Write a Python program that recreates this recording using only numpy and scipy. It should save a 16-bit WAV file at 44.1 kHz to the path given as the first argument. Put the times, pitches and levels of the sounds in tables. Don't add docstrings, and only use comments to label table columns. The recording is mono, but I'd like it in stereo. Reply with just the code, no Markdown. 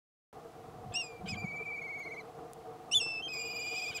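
import sys
import numpy as np
from scipy import signal
from scipy.fft import rfft, irfft, next_fast_len
from scipy.io import wavfile
from scipy.ndimage import uniform_filter1d, map_coordinates

SR = 44100
rng = np.random.default_rng(int(sys.argv[2]) if len(sys.argv) > 2 else 0)


def file_out(sig):
    cols = np.atleast_2d(sig).T
    lim = np.clip(cols, -1, 1)
    pcm = np.round(lim * 32767).astype(np.int16)
    wavfile.write(sys.argv[1], SR, pcm)


N = 176400

# frequency in Hz, gain in dB for each pass through them.
THROAT = [(1800, -13.5), (2190, -1.5), (3600, 3), (4300, -1), (10600, -1), (11300, -7), (12400, 0)]


def amp(db):
    return 10 ** (np.asarray(db) / 20)


def unit(x):
    return x / np.sqrt(np.mean(x ** 2) + 1e-20)


def clock():
    return np.arange(N) / SR


def along(points, hz):
    f, v = np.transpose(points)
    return np.interp(np.log(hz + 1), np.log(f + 1), v)


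def curves(rows):
    times, *columns = np.transpose(rows)
    return [np.interp(clock(), times, column) for column in columns]


def wobble(rate):
    return map_coordinates(rng.standard_normal(int(N * rate / SR) + 4), [np.arange(N) * rate / SR])


def filtered(x, response):
    size = next_fast_len(N + 8192)
    return irfft(rfft(x, size) * response(np.fft.rfftfreq(size, 1 / SR)), size)[..., :N]


def coloured(x, points):
    return unit(filtered(x, lambda hz: amp(along(points, hz))))


def panned(x, balance):
    return filtered(x, lambda hz: amp(np.outer([.5, -.5], along(balance, hz))))


def turns(hz):
    return 2 * np.pi * np.cumsum(hz) / SR


def gate(start, end, edge):
    t = clock()
    return np.sin(np.pi / 2 * np.clip(np.minimum(t - start, end - t) / edge + .5, 0, 1)) ** 2


def bell(centre, half):
    return np.exp(-((clock() - centre) / half) ** 2)


def swells(rows):
    return np.sqrt(sum((amp(db) * bell(s, half)) ** 2 for s, half, db in rows))


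def distant_rush():
    # frequency in Hz, relative level in dB.
    mid_colour = [(25, -24.5), (125, -7.5), (220, -14), (350, -6), (395, -15.5), (455, 3), (560, -17),
                  (640, -8), (745, -1.5), (880, -15.5), (1190, -12.5), (3000, -52)]
    side_colour = [(240, -32), (455, -14), (565, -21), (635, -9.5), (790, -5.5), (3000, -51.5)]
    # frequency in Hz, left minus right in dB.
    balance = [(290, 1), (470, -9.5), (650, 4.5), (820, -6), (1200, -1)]
    common, own = rng.standard_normal((2, N))
    shifted = filtered(common, lambda hz: np.exp(1.18j))
    mid = amp(-50.5) * coloured(common, mid_colour)
    side = amp(-51) * coloured(.69 * shifted + .62 * own, side_colour)
    return panned(np.array([mid + side, mid - side]), balance) * amp(2 * wobble(45))


def hiss_and_hum():
    # frequency in Hz, relative level in dB.
    colour = [(1000, -24), (1900, -2), (9000, -13.5), (15500, -19)]
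    hum_hz = 159
    hiss = amp(-65.5) * coloured(rng.standard_normal((2, N)) + .93 * rng.standard_normal(N), colour)
    hum = amp(-65) * np.sin(turns(hum_hz * (1 + .0066 * wobble(5.33))))
    return hiss + np.outer([.7, 1.6], hum)


def wind():
    # centre in seconds, half length in seconds, level on the left in dB.
    bumps = [(.73, 0.13, -52), (0.88, 0.064, -43), (1.325, 0.1, -40), (1.55, 0.11, -51.5),
             (2.983, 0.02, -47.5)]
    # frequency in Hz, relative level in dB.
    colour = [(25, -20), (110, -0.5), (220, -5), (700, -65)]
    # centre in seconds, half length in seconds, envelope peak on the left in dB.
    hard_puffs = [(1.247, 0.0065, -34), (1.448, 0.0058, -26)]
    boom_hz = 171.6
    eddies = rng.standard_normal((2, N)) + rng.standard_normal(N)
    booms = sum(amp(db) * bell(s, half) * np.sin(2 * np.pi * boom_hz * (clock() - s))
                for s, half, db in hard_puffs)
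    return (swells(bumps) * coloured(eddies, colour) + booms) * amp([[0 + 1], [-9]])


def drone():
    # centre in seconds, half length in seconds, level in dB.
    surges = [(.93, 0.15, -51.5), (1.33, 0.15, -54), (2.75, .35, -57), (3.77, 0.088, -52.5)]
    pitch_hz, wander = 734, .01433
    return swells(surges) * np.sqrt(2) * np.sin(turns(pitch_hz * (1 + wander * wobble(60))))


def rasps():
    # start in seconds, length in seconds, pulse rate in Hz, level in dB.
    bursts = [(0.922, 0.032, 874, -54), (1.259, 0.04, 771, -50.5), (1.343, 0.02, 800, -52),
              (3.913, 0.0306, 745, -47.5), (3.976, 0.017, 779, -46.5)]
    # frequency in Hz, relative level in dB.
    colour = [(900, -48), (1500, -2), (2300, -0.5), (3100, 8), (4400, -10), (15000, -36)]
    pulse_hz, = curves([(s + length / 2, hz) for s, length, hz, _ in bursts])
    phase = turns(pulse_hz * (1 + .05 * wobble(250)))
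    pulses = unit(sum(np.cos(k * phase) for k in range(1, 15)))
    level = sum(amp(db) * gate(s, s + length, edge=.0081) for s, length, _, db in bursts)
    return level * coloured(pulses + .55 * rng.standard_normal(N), colour)


def flutter_phase():
    flutter_hz, jitter = 900, .14
    return turns(flutter_hz * (1 + jitter * wobble(400)))


def syrinx(start, end, hz, levels, top_db, rough_db):
    jitter, shimmer_db, overtone_waver_db = .0034, 1.3, 3
    opening = gate(start, end, edge=.0044)
    hz = uniform_filter1d(hz, size=350) * (1 + jitter * wobble(rate=500))
    buzz = amp(rough_db) * opening * (np.exp(1j * flutter_phase()) + wobble(2500))
    phase, tone = turns(hz), np.zeros(N)
    for k, db in enumerate(levels + [levels[2] + offset for offset in top_db], 1):
        waver = min(k - 1, 2) / 2 * overtone_waver_db * wobble(90)
        partial = np.imag(np.exp(1j * k * phase) * (1 + np.sqrt(k) * buzz))
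        tone += amp(db + waver + along(THROAT, k * hz)) * partial * (k * hz < SR / 2)
    return np.sqrt(2) * tone * opening * amp(shimmer_db * wobble(150))


def whistles():
    # time in seconds, pitch in Hz, harmonics 1, 2 and 3 in dB before the throat.
    opening = [(0.939, 2475, -51.5, -47.5, -45), (.962, 2765, -34.5, -33, -44.5),
               (0.984, 2840, -37, -40, -56), (1.01, 2766, -38.5, -41.5, -48.5),
               (1.041, 2494, -50.5, -49, -50), (1.118, 2380, -54, -67, -72), (1.205, 2343, -58.5, -80, -90)]
    yelp = [(1.272, 2290, -46, -67, -70), (1.29, 2504, -45, -43.5, -50), (1.311, 2552, -44.5, -40.5, -53.5),
            (1.347, 2163, -39, -66, -57)]
    rise = [(2.913, 2636, -44.5, -49, -52), (2.925, 2773, -37.5, -32, -37.5), (2.946, 3100, -28, -38, -54)]
    shriek = [(2.948, 3540, -31, -39, -44), (2.959, 3520, -29, -42, -44), (2.98, 3435, -34, -35.5, -48),
              (2.999, 3200, -46.5, -46, -53)]
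    hold = [(3.001, 2815, -36, -36, -56), (3.027, 2641, -41.5, -39, -45), (3.07, 2682, -40, -42, -62.5),
            (3.191, 2620, -39.5, -49.5, -69), (3.215, 2710, -43.5, -54, -74)]
    upward_break = [(3.222, 3095, -47.5, -64, -75), (3.262, 3190, -43.5, -55, -79),
                    (3.281, 3110, -46, -69, -67)]
    roughness = [-27, -21, -24.5, -40, -33, -36]
    voice = np.zeros(N)
    for note, rough_db in zip((opening, yelp, rise, shriek, hold, upward_break), roughness):
        hz, *levels = curves(note)
        voice += syrinx(note[0][0], note[-1][0], hz, levels, top_db=[-22, -35, -44], rough_db=rough_db)
    return voice


def hoarse_air():
    # centre in seconds, half length in seconds, level in dB.
    pushes = [(1.295, .03, -64), (2.967, .023, -50), (3.82, .22, -64.5)]
    # frequency in Hz, relative level in dB.
    colour = [(1800, -30), (3000, 0), (4500, -9), (6500, -2), (9000, -4), (14000, -13)]
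    air = rng.standard_normal(N) * (1 + np.cos(flutter_phase()))
    return swells(pushes) * coloured(air, colour)


def trill(pitch, loudness, swing_db, rough_db, flicker_db):
    # centre and half length in seconds, dip in dB, pitch lift in Hz.
    catches = [(1.646, 0.009, 16.5, 133), (1.806, 0.0071, 13, 152), (3.93, 0.012, 35, -1)]
    start, end = pitch[0][0], pitch[-1][0]
    centre_hz, depth_hz, rate = curves(pitch)
    quaver = -np.cos(turns(rate * (clock() >= start)))
    dip_db, lift_hz = sum(np.outer([db, hz], bell(s, half)) for s, half, db, hz in catches)
    levels = [db + swing * quaver - dip_db + (k > 0) * flicker_db * np.tanh(wobble(rate=30))
              for k, (db, swing) in enumerate(zip(curves(loudness), swing_db))]
    hz = centre_hz + depth_hz * quaver + lift_hz
    return syrinx(start, end, hz, levels, top_db=[-33, -16, -21], rough_db=rough_db)


def trills():
    # time in seconds, centre pitch in Hz, quaver depth in Hz, quavers a second.
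    pitch_1 = [(1.355, 2330, 18, 21.4), (1.42, 2374, 47, 18.93), (1.47, 2254, 61, 17),
               (1.63, 2346, 38, 20.8), (1.79, 2278, 67, 18.4), (1.88, 2200, 93, 17.2),
               (1.97, 2240, 51, 19.83), (2.07, 2138, 125, 17.8), (2.215, 2165, 174, 16.5)]
    pitch_2 = [(3.282, 2500, -38, 16), (3.32, 2528, 62, 19.2), (3.39, 2430, 16, 20.8), (3.47, 2454, 54, 18),
               (3.55, 2428, 67, 19), (3.7, 2420, 58, 20), (3.8, 2464, 83, 18.05), (3.89, 2410, 91, 17.6),
               (3.94, 2404, 56, 15), (3.995, 2550, 193, 19.8)]
    # time in seconds, harmonics 1, 2 and 3 in dB before the throat.
    loudness_1 = [(1.355, -55, -80, -73), (1.372, -44, -55, -63), (1.48, -41, -70, -72),
                  (1.7, -39, -73, -78), (2.08, -40.5, -67, -68.5), (2.215, -44.5, -68.5, -82)]
    loudness_2 = [(3.282, -42.5, -43, -58), (3.315, -42.5, -48.5, -66), (3.339, -42.5, -42, -49.5),
                  (3.47, -42, -45.5, -51.5), (3.79, -39, -44, -52), (3.9, -38.5, -45.5, -52),
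                  (3.976, -40, -43, -46.5), (3.995, -55, -60, -78)]
    # time in seconds, roughness in dB against the tone.
    roughness = [(3.6, -27), (3.75, -19.5)]
    first = trill(pitch_1, loudness_1, swing_db=[0, -3.5, -6], rough_db=-56, flicker_db=6)
    second = trill(pitch_2, loudness_2, swing_db=[-.5, 1.5, -1.5], rough_db=curves(roughness)[0],
                   flicker_db=-.5)
    return first + second


def ticks():
    # start in seconds, level in dB.
    hits = [(1.997, -47), (2.534, -33)]
    # frequency in Hz, relative level in dB.
    colour = [(5000, -36), (7800, 0), (15000, -2)]
    t, decay_s = clock(), .0003
    level = sum(amp(db) * (t >= s) * np.exp(-np.abs(t - s) / decay_s) for s, db in hits)
    return level * coloured(rng.standard_normal(N), colour)


def second_tones():
    # start and length in seconds, first and last pitch in Hz, level in dB.
    glides = [(3.345, 0.073, 2256, 2340, -49.5), (3.395, 0.387, 2833, 2953, -57)]
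    tones, drift = np.zeros(N), 1 + .0049 * wobble(300)
    for s, length, start_hz, end_hz, db in glides:
        hz = np.interp(clock(), [s, s + length], [start_hz, end_hz]) * drift
        tones += amp(db) * gate(s, s + length, edge=.0059) * np.sqrt(2) * np.sin(turns(hz))
    return tones


def kite():
    voice = filtered(whistles() + trills(), lambda hz: amp(along(THROAT, hz)))
    return voice + hoarse_air() + second_tones() + rasps()


def outdoors(x):
    echo_db, t60_s = -18, .28
    t = np.arange(SR // 2) / SR
    tail = rng.standard_normal((2, len(t))) * amp(-60 * t / t60_s)
    return amp(echo_db) * signal.fftconvolve(x[None], tail / np.linalg.norm(tail[0]), axes=1)[:, :N]


def scene():
    # frequency in Hz, left minus right in dB.
    balance = [(3000, 3.5), (5000, -4), (10000, -0.3)]
    bird = kite()
    return panned(bird, balance) + outdoors(bird) + distant_rush() + hiss_and_hum() + drone() + wind() + ticks()


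def record(dry):
    start_s, top_hz = .3286, 15750
    return filtered(dry * (clock() >= start_s), lambda hz: hz < top_hz)


dry = scene()
out = record(dry)
file_out(out)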